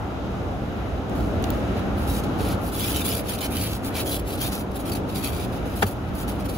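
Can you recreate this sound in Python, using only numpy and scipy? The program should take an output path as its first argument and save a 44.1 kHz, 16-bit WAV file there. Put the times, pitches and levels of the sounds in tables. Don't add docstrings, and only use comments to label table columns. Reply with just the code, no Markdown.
import sys
import numpy as np
from scipy import signal
from scipy.fft import rfft, irfft, next_fast_len
from scipy.io import wavfile
from scipy.ndimage import uniform_filter1d, map_coordinates

SR = 44100
rng = np.random.default_rng(int(sys.argv[2]) if len(sys.argv) > 2 else 0)


def master_out(mix):
    frames = np.transpose(np.atleast_2d(mix))
    ceiling = np.clip(frames, -1, 1)
    pcm = np.round(ceiling * 32767).astype(np.int16)
    wavfile.write(sys.argv[1], SR, pcm)


N = 289737
M = next_fast_len(N)
T = np.arange(N) / SR
F = np.arange(M // 2 + 1) * SR / M
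SIGN = np.array([[1], [-1]])

# (start [s], end [s], rasp drive at start [dB], at end [dB], blade body relative to rasp [dB])
STROKE_LIST = [ (1.162, 1.45, -49, -69, 7), (1.442, 1.503, -50, -53, 2), (1.522, 1.74, -50, -65, 4),
               (1.773, 1.8, -50, -51.5, 10.5), (1.98, 2.055, -46.5, -45, 3.5),
               (2.078, 2.19, -35.5, -35, -1.5), (2.244, 2.25, -42, -45, 6), (2.27, 2.7, -59, -57, 8),
               (2.39, 2.53, -42.5, -37, 3.5), (2.62, 2.692, -44, -37.5, -3), (2.73, 2.914, -34, -27, -2.5),
               (2.927, 3.015, -30, -30, -1.5), (3.055, 3.22, -25.5, -33.5, -2.5),
               (3.25, 3.275, -45.5, -39, 3), (3.288, 3.354, -32, -34, 0.5), (3.412, 3.46, -31, -31, 0.5),
               (3.517, 3.64, -34.5, -28, -1), (3.617, 3.77, -32.5, -39, 1),
               (3.849, 3.892, -35, -35.5, -1.5), (3.954, 4.017, -31, -31.5, 3),
               (4.067, 4.173, -28, -29.5, -4), (4.275, 4.41, -37.5, -39, 0.5),
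               (4.414, 4.485, -27.5, -31.5, -1), (4.524, 4.614, -31, -41, -0.5),
               (4.762, 4.77, -35.5, -36.5, -3), (4.797, 4.808, -38, -37.5, -5), (4.815, 4.845, -49, -51, 0),
               (4.86, 4.96, -36.5, -33.5, -0.5), (5.093, 5.3, -42.5, -57, 4), (5.158, 5.21, -32, -38.5, 1),
               (5.24, 5.306, -27.5, -37, 0), (5.283, 5.447, -40, -40, 3), (5.46, 5.52, -49, -57, 2),
               (5.528, 5.575, -45, -47.5, 3.5), (5.59, 5.64, -55, -59, 6), (5.652, 5.75, -48.5, -47, 3),
               (5.762, 5.8, -38, -37, -3), (5.815, 5.853, -29, -38, -7), (5.868, 5.924, -33, -43, -3.5),
               (5.95, 6.13, -57, -64, 5), (6.086, 6.089, -54, -53, 10), (6.154, 6.222, -41.5, -36, -3.5),
               (6.289, 6.325, -32.5, -46.5, -0.5), (6.33, 6.395, -50, -57, 2), (6.409, 6.412, -39, -47, 3),
               (6.448, 6.63, -46, -37, 0.5)]
# (time [s], level change [dB], half-length [s])
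JOLT_LIST = [(3.226, -13, 0.015), (3.389, 16, .006), (3.401, -7, 0.0046), (3.898, -7, 0.005),
             (4.18, -5, 0.0077), (4.2, 7, 0.0049), (4.37, -9, 0.0046), (4.716, 22, .006), (4.785, -4, .005),
             (4.848, -8, .005), (4.912, -12, 0.005), (4.945, -13, 0.0043), (5.203, -2, 0.005),
             (5.317, -4, 0.0047), (5.81, -9.5, .005), (6.266, -17, 0.0086), (6.281, 3, 0.0029),
             (6.458, 7.5, .01), (6.478, -10, .006), (6.5, 8, 0.011)]
# (frequency [Hz], relative level [dB])
RASP_COLOUR = [(1000, -2), (1900, -5), (2600, -1), (3500, -2.5), (4600, -6), (5200, -6), (6300, -7),
               (7500, -9), (10000, -4.5), (13000, -0.5), (16000, -3)]
# (frequency [Hz], width [Hz], level over rasp [dB])
BLADE_RINGS = [(2356, 41, 1.5), (2610, 42, -1), (3080, 72, -5), (3400, 120, -9.5), (3940, 190, -1.5),
               (4460, 160, 1.5), (4880, 120, -3), (5760, 120, -19), (7300, 370, -4), (8080, 120, 4.5),
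               (9670, 440, 0), (10450, 350, -2), (11370, 280, -6.5), (12200, 230, -21), (13800, 320, -22)]
# (time [s], frequency [Hz], gain on the rasp drive [dB], half-length [s])
SING_LIST = [(2.12, 3830, 8, 0.041), (2.822, 3420, 11, .045), (2.856, 2550, 9, .035),
             (2.87, 3000, 3, 0.027), (2.857, 5000, 6, 0.033), (2.97, 3020, 9.5, 0.042),
             (2.975, 3700, 7, 0.03), (3.01, 2330, 11, 0.016), (3.028, 3650, 17, 0.0086),
             (3.06, 3950, 6, 0.022), (3.07, 3470, 7, .022), (3.074, 9850, 15, 0.041),
             (3.114, 2940, 10, 0.027), (3.114, 5130, 10, 0.016), (3.145, 3400, 11, 0.019),
             (3.303, 3380, 10, 0.016), (3.323, 3040, 6, .03), (3.32, 9650, 9, 0.034), (3.39, 4060, 13, .01),
             (3.437, 4120, 9, .032), (3.44, 2370, 9, 0.04), (3.444, 3040, 9, .035),
             (3.524, 2400, 10, 0.027), (3.566, 3060, 12, 0.031), (3.626, 4570, 6, 0.067),
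             (3.98, 2380, -1, 0.032), (4.085, 3240, 11.5, 0.024), (4.138, 4000, 11, 0.025),
             (4.15, 3400, 11, .03), (4.42, 3230, 8, 0.019), (4.454, 4400, 5, 0.026),
             (4.446, 2390, 2, 0.027), (4.457, 3680, 10, 0.02), (4.564, 5800, 3, 0.014),
             (4.768, 3700, 9, .006), (4.875, 4100, 8, .012), (4.882, 3230, 13, .012),
             (4.928, 4500, 15, .012), (4.95, 4370, 13, 0.0076), (4.936, 2550, -4, 0.017),
             (5.1, 4370, 15, .008), (5.16, 3950, 5, 0.0073), (5.165, 4700, 10, 0.011),
             (5.23, 4500, 6, 0.016), (5.25, 2540, 7, 0.038), (5.257, 4100, 5, .015), (5.268, 4490, 8, .01),
             (5.277, 3200, 10, 0.023)]
# (from [Hz], to [Hz])
TICK_BANDS = [(3000, 4800), (5000, 7400), (9400, 12800), (14300, 15600)]
# (time [s], then the peak in each tick band, low to high [dB])
TICK_LIST = [(1.097, -36, -37, -37, -40), (1.4255, -38, -38, -32, -35), (1.4408, -20, -22, -29, -34),
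             (1.4425, -23, -33, -35, -38), (1.5036, -24, -24, -24, -17), (2.2377, -32, -37, -37, -37),
             (6.2795, -33, -38, -32, -40), (5.8232, -21, -34, -27, -36), (5.8275, -27, -28, -18, -34),
             (5.829, -23, -23, -24, -34), (5.8315, -25, -24, -23, -31)]
# (time [s], strength [dB], left minus right [dB])
KNOCK_LIST = [(5.8232, -25, 5), (5.8255, -24, 4), (5.8277, -18.5, 2), (5.8312, -27, 4), (5.8335, -27, 2),
              (5.839, -34, 0)]
# (frequency [Hz], typical level [dB], time to fall 60 dB [s], left phase lead [turns])
TRIM_RINGS = [(414, -3, .032, .2), (662, 4, .03, .12), (776, 2, .03, .15), (890, -5, .026, .35),
              (1130, -2, .015, .45), (1250, 0, .022, .45), (1410, -4, .022, .3), (1730, 2.5, .02, .15),
              (1970, -5, .016, .25), (2300, -4, .016, .45), (2620, -7, .016, .4), (3280, -9, .018, .2),
              (4640, -11, .012, .15)]
# (time [s], frequency [Hz], peak [dB], half-length [s])
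THUD_LIST = [(5.811, 86, -22, 0.015), (5.838, 409, -28, 0.011), (5.841, 199.2, -16.5, 0.0081),
             (5.855, 94, -19.5, 0.021)]
# (time [s], level [dB])
ROAR_LEVEL = [(0, -27.5), (1.07, -27.5), (1.12, -24), (2.55, -25), (2.68, -27), (4.45, -28), (4.9, -27),
              (5.5, -27.5), (6.57, -27.5)]
# (frequency [Hz], relative level per Hz [dB])
BLOWER_COLOUR = [(20, -29), (39, -10), (87, -1.5), (129, -7.5), (157, -10), (191, -4), (226, -7.5),
                 (296, -7.5), (428, -12), (790, -15), (961, -22), (1230, -25), (2060, -31.5), (2900, -33),
                 (3300, -36.5), (3950, -37), (4250, -43.5), (5000, -43), (5700, -47), (6350, -45),
                 (7100, -50.5), (8000, -52), (10800, -56), (12000, -51.5), (16000, -62)]
# (frequency [Hz], width [Hz], boost [dB])
CABIN_RESONANCES = [(82, 13, 0.5), (116.6, 18, 3), (198, 12, 0.5), (280, 19, 3), (870, 180, 0.5),
                    (1344, 320, 6), (1800, 37, -3.5)]
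# (frequency [Hz], likeness [-1 to 1])
PORT_LIKENESS = [(30, 0.21), (60, 0.92), (290, 0.85), (640, 0.57), (1400, 0.16), (2200, -0.14),
                 (3500, 0.043)]
# (frequency [Hz], left minus right [dB])
PORT_BALANCE = [(60, -2), (130, -1), (380, 1.5), (1300, 0.2), (2400, 2), (5500, -3), (8000, -5.5)]
# (time [s], level [dB])
DRONE_LEVEL = [(0.0, -42.5), (0.88, -35), (1.1, -44), (1.22, -25), (1.37, -41), (1.52, -28.5), (1.9, -43),
               (2.12, -27.5), (2.4, -43), (2.49, -26), (2.96, -54), (3.16, -36), (3.3, -46), (4.1, -44),
               (4.24, -30), (4.37, -54.5), (4.46, -39), (6.57, -38.5)]

BITE_DB_PER_S, LIFT_DB_PER_S = 746, 517
DULLER_PER_DB = 0.1742
REST_FROM_S, REST_DB, REST_BODY_DB = 1.1, -66, -4
BODY_TOP_HZ = 6340
SING_WIDTH_HZ, SING_ALIKE = 81, 0.24
SQUEAKS_PER_S, SQUEAK_DB, SQUEAK_SPREAD_DB, SQUEAK_S = 200, -4, 0.5, 0.012
SNAP_S, ANSWER_S = .0009, .004
ANSWER_DB, FIRST_DB = -14, 14
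CABIN_T60_S, CABIN_DB = .045, -5
SURGE_DB = 1.16
DRONE_HZ = 57.36
ONE_SOUND_HZ, LEFT_LATE_S, LEFT_TURN = 7300, .000204, .25
TOP_HZ = 15700


def undb(db):
    return 10 ** (np.asarray(db) / 20)


def unit(x):
    return x / np.sqrt(np.mean(x ** 2))


def over_hz(table):
    hz, value = np.transpose(table)
    return np.interp(np.log(F + 1), np.log(hz), value)


def walk(rate):
    k = int(SR / rate)
    steps = np.repeat(rng.standard_normal(N // k + 1), k)
    return 1.223 * uniform_filter1d(uniform_filter1d(steps, k), k)[:N]


def scraping():
    rasp_db, body_db = pressure()
    size = np.repeat(rng.exponential(size=(2, N // 8 + 1)), 8, axis=1)[:, :N]
    crystals = rng.standard_normal((2, N)) * undb(2.2 * size)
    drive = unit(crystals) * undb(rasp_db + 0.6 * walk(60) + 1.5 * walk(300))
    left, other = sung(drive)
    right = np.sqrt(SING_ALIKE) * left + np.sqrt(1 - SING_ALIKE) * other
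    return travel(blade(drive, body_db)) + np.array([left, right])


def pressure():
    rasp_db = np.where(T > REST_FROM_S, REST_DB, -90.)
    body_db = np.full(N, 1. * REST_BODY_DB)
    for start, end, start_db, end_db, stroke_body_db in STROKE_LIST:
        eased_db = BITE_DB_PER_S * np.maximum(start - T, 0) + LIFT_DB_PER_S * np.maximum(T - end, 0)
        db = np.interp(T, [start, end], [start_db, end_db]) - eased_db
        body_db = np.where(db > rasp_db, stroke_body_db + DULLER_PER_DB * eased_db, body_db)
        rasp_db = np.maximum(rasp_db, db)
    jolt_db = sum(db * np.exp(-((T - at) / length) ** 2) for at, db, length in JOLT_LIST)
    return rasp_db + jolt_db, uniform_filter1d(body_db, size=400)


def blade(drive, body_db):
    colour = undb(over_hz(RASP_COLOUR))
    sound = rfft(drive, M) * colour / np.sqrt(np.mean(colour ** 2))
    parts = []
    for hz in 1000 * 2 ** np.arange(0, 4.5, .5):
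        region = np.clip(1 - 2 * abs(np.log2((F + 1) / hz)), 0, 1)
        parts.append((hz, region, 0.6 * walk(25)))
    for hz, width, db in BLADE_RINGS:
        ring = 1 / (1 + (2 * (F - hz) / width) ** 2)
        parts.append((hz, ring, db + 1.5 * np.tanh(walk(15))))
    out = 0
    for hz, shape, db in parts:
        tilt_db = body_db / (1 + (hz / BODY_TOP_HZ) ** 6)
        out = out + undb(db + tilt_db) * irfft(sound * shape, M)[:, :N]
    return out


def sung(drive):
    at, pitch, size, span = rng.random((int(SQUEAKS_PER_S * N / SR), 4)).T
    squeak_hz = 2500 * 2.8 ** pitch
    squeak_db = SQUEAK_DB - SQUEAK_SPREAD_DB * np.log(size + .05)
    chance = zip(at * T[-1], squeak_hz, squeak_db, SQUEAK_S * (.5 + span))
    out = np.zeros((2, N))
    for s, hz, db, length in SING_LIST + list(chance):
        now = slice(max(int((s - 2 * length) * SR), 0), int((s + 2 * length) * SR))
        peak = signal.iirpeak(hz, hz / SING_WIDTH_HZ, fs=SR)
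        swell = np.exp(-((T[now] - s) / length) ** 4)
        out[:, now] += undb(db) * swell * signal.lfilter(*peak, drive[:, now])
    return out


def travel(pair, shared=0.43, reach_s=0.000504, lean_db=0.2):
    moved = map_coordinates(pair[0], [(T + reach_s * walk(3)) * SR], order=3)
    right = np.sqrt(shared) * moved + np.sqrt(1 - shared) * pair[1]
    return undb(SIGN * lean_db / 2) * np.array([pair[0], right])


def ticks():
    out, t = np.zeros((2, N)), T[:SR // 40]
    for s, *band_db in TICK_LIST:
        fade = np.exp(-t / SNAP_S) + undb(ANSWER_DB) * np.exp(-t / ANSWER_S)
        crack = rng.standard_normal((2, len(t))) * fade
        crack[:, 0] = undb(FIRST_DB)
        for band, db in zip(TICK_BANDS, band_db):
            bandpass = signal.butter(2, band, "bandpass", fs=SR, output="sos")
            part = signal.sosfilt(bandpass, crack)
            part /= np.abs(part).max(axis=1, keepdims=True)
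            out[:, int(s * SR):int(s * SR) + len(t)] += undb(db) * part
    return out


def knock():
    out, t = np.zeros((2, N)), T[:SR // 4]
    for s, db, pan_db in KNOCK_LIST:
        dull = signal.lfilter(*signal.butter(1, 1300, fs=SR), rng.standard_normal((2, len(t))))
        blow = undb(9) * dull * np.exp(-t / 0.004)
        for hz, ring_db, t60, turns in TRIM_RINGS:
            ring = np.sin(2 * np.pi * (hz * t + SIGN * turns / 2)) * 10 ** (-3 * t / t60)
            strength = undb(ring_db + 1.3 * rng.standard_normal((2, 1)))
            blow = blow + rng.choice([-1, 1]) * strength * ring
        out[:, int(s * SR):int(s * SR) + len(t)] += undb(db + SIGN * pan_db / 2) * blow
    return echoes(out)


def echoes(x):
    t = T[:SR // 5]
    tail = rng.standard_normal((2, len(t))) * 10 ** (-3 * t / CABIN_T60_S) * (t > .001)
    tail /= np.sqrt(np.sum(tail ** 2, axis=1, keepdims=True))
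    return x + undb(CABIN_DB) * signal.fftconvolve(x, tail, axes=1)[:, :N]


def thud():
    out = np.zeros(N)
    for s, hz, db, length in THUD_LIST:
        out += undb(db) * np.exp(-((T - s) / length) ** 2) * np.sin(2 * np.pi * hz * T)
    return out


def cabin():
    return blower() + cabin_drone()


def blower():
    db = over_hz(BLOWER_COLOUR) + bumps(CABIN_RESONANCES)
    alike = np.clip(over_hz(PORT_LIKENESS), -1, 1)
    mid, side = rfft(rng.standard_normal((2, M)))
    ports = mid * np.sqrt(1 + alike) + SIGN * side * np.sqrt(1 - alike)
    spectrum = undb(db + SIGN * over_hz(PORT_BALANCE) / 2) * ports
    air = 0
    for hz in 16 * 2 ** np.arange(12):
        octave = np.clip(1 - abs(np.log2((F + 1) / hz)), 0, 1)
        air = air + undb(SURGE_DB * walk(7)) * irfft(spectrum * octave, M)[:, :N]
    return unit(air) * undb(np.interp(T, *np.transpose(ROAR_LEVEL)) + 0.71 * walk(6))


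def bumps(modes):
    return sum(db / (1 + (2 * (F - hz) / width) ** 2) for hz, width, db in modes)


def cabin_drone():
    drone = np.sin(2 * np.pi * np.cumsum(DRONE_HZ + 2.0 * walk(8)) / SR)
    drone = unit(drone) * undb(np.interp(T, *np.transpose(DRONE_LEVEL)) + 1.7 * walk(5.97))
    return drone * undb(-0.8 * SIGN)


def scene():
    return scraping() + travel(ticks()) + knock() + thud() + cabin()


def record(dry):
    left, right = rfft(dry, M)
    share = .93 / (1 + (ONE_SOUND_HZ / (F + 1)) ** 16)
    late = right * np.exp(-2j * np.pi * (F * LEFT_LATE_S - LEFT_TURN))
    left = np.sqrt(1 - share) * left + np.sqrt(share) * late
    both = irfft([left, right], M)[:, :N]
    return signal.sosfilt(signal.ellip(12, .2, 70, TOP_HZ, fs=SR, output="sos"), both)


dry = scene()
out = record(dry)
master_out(out)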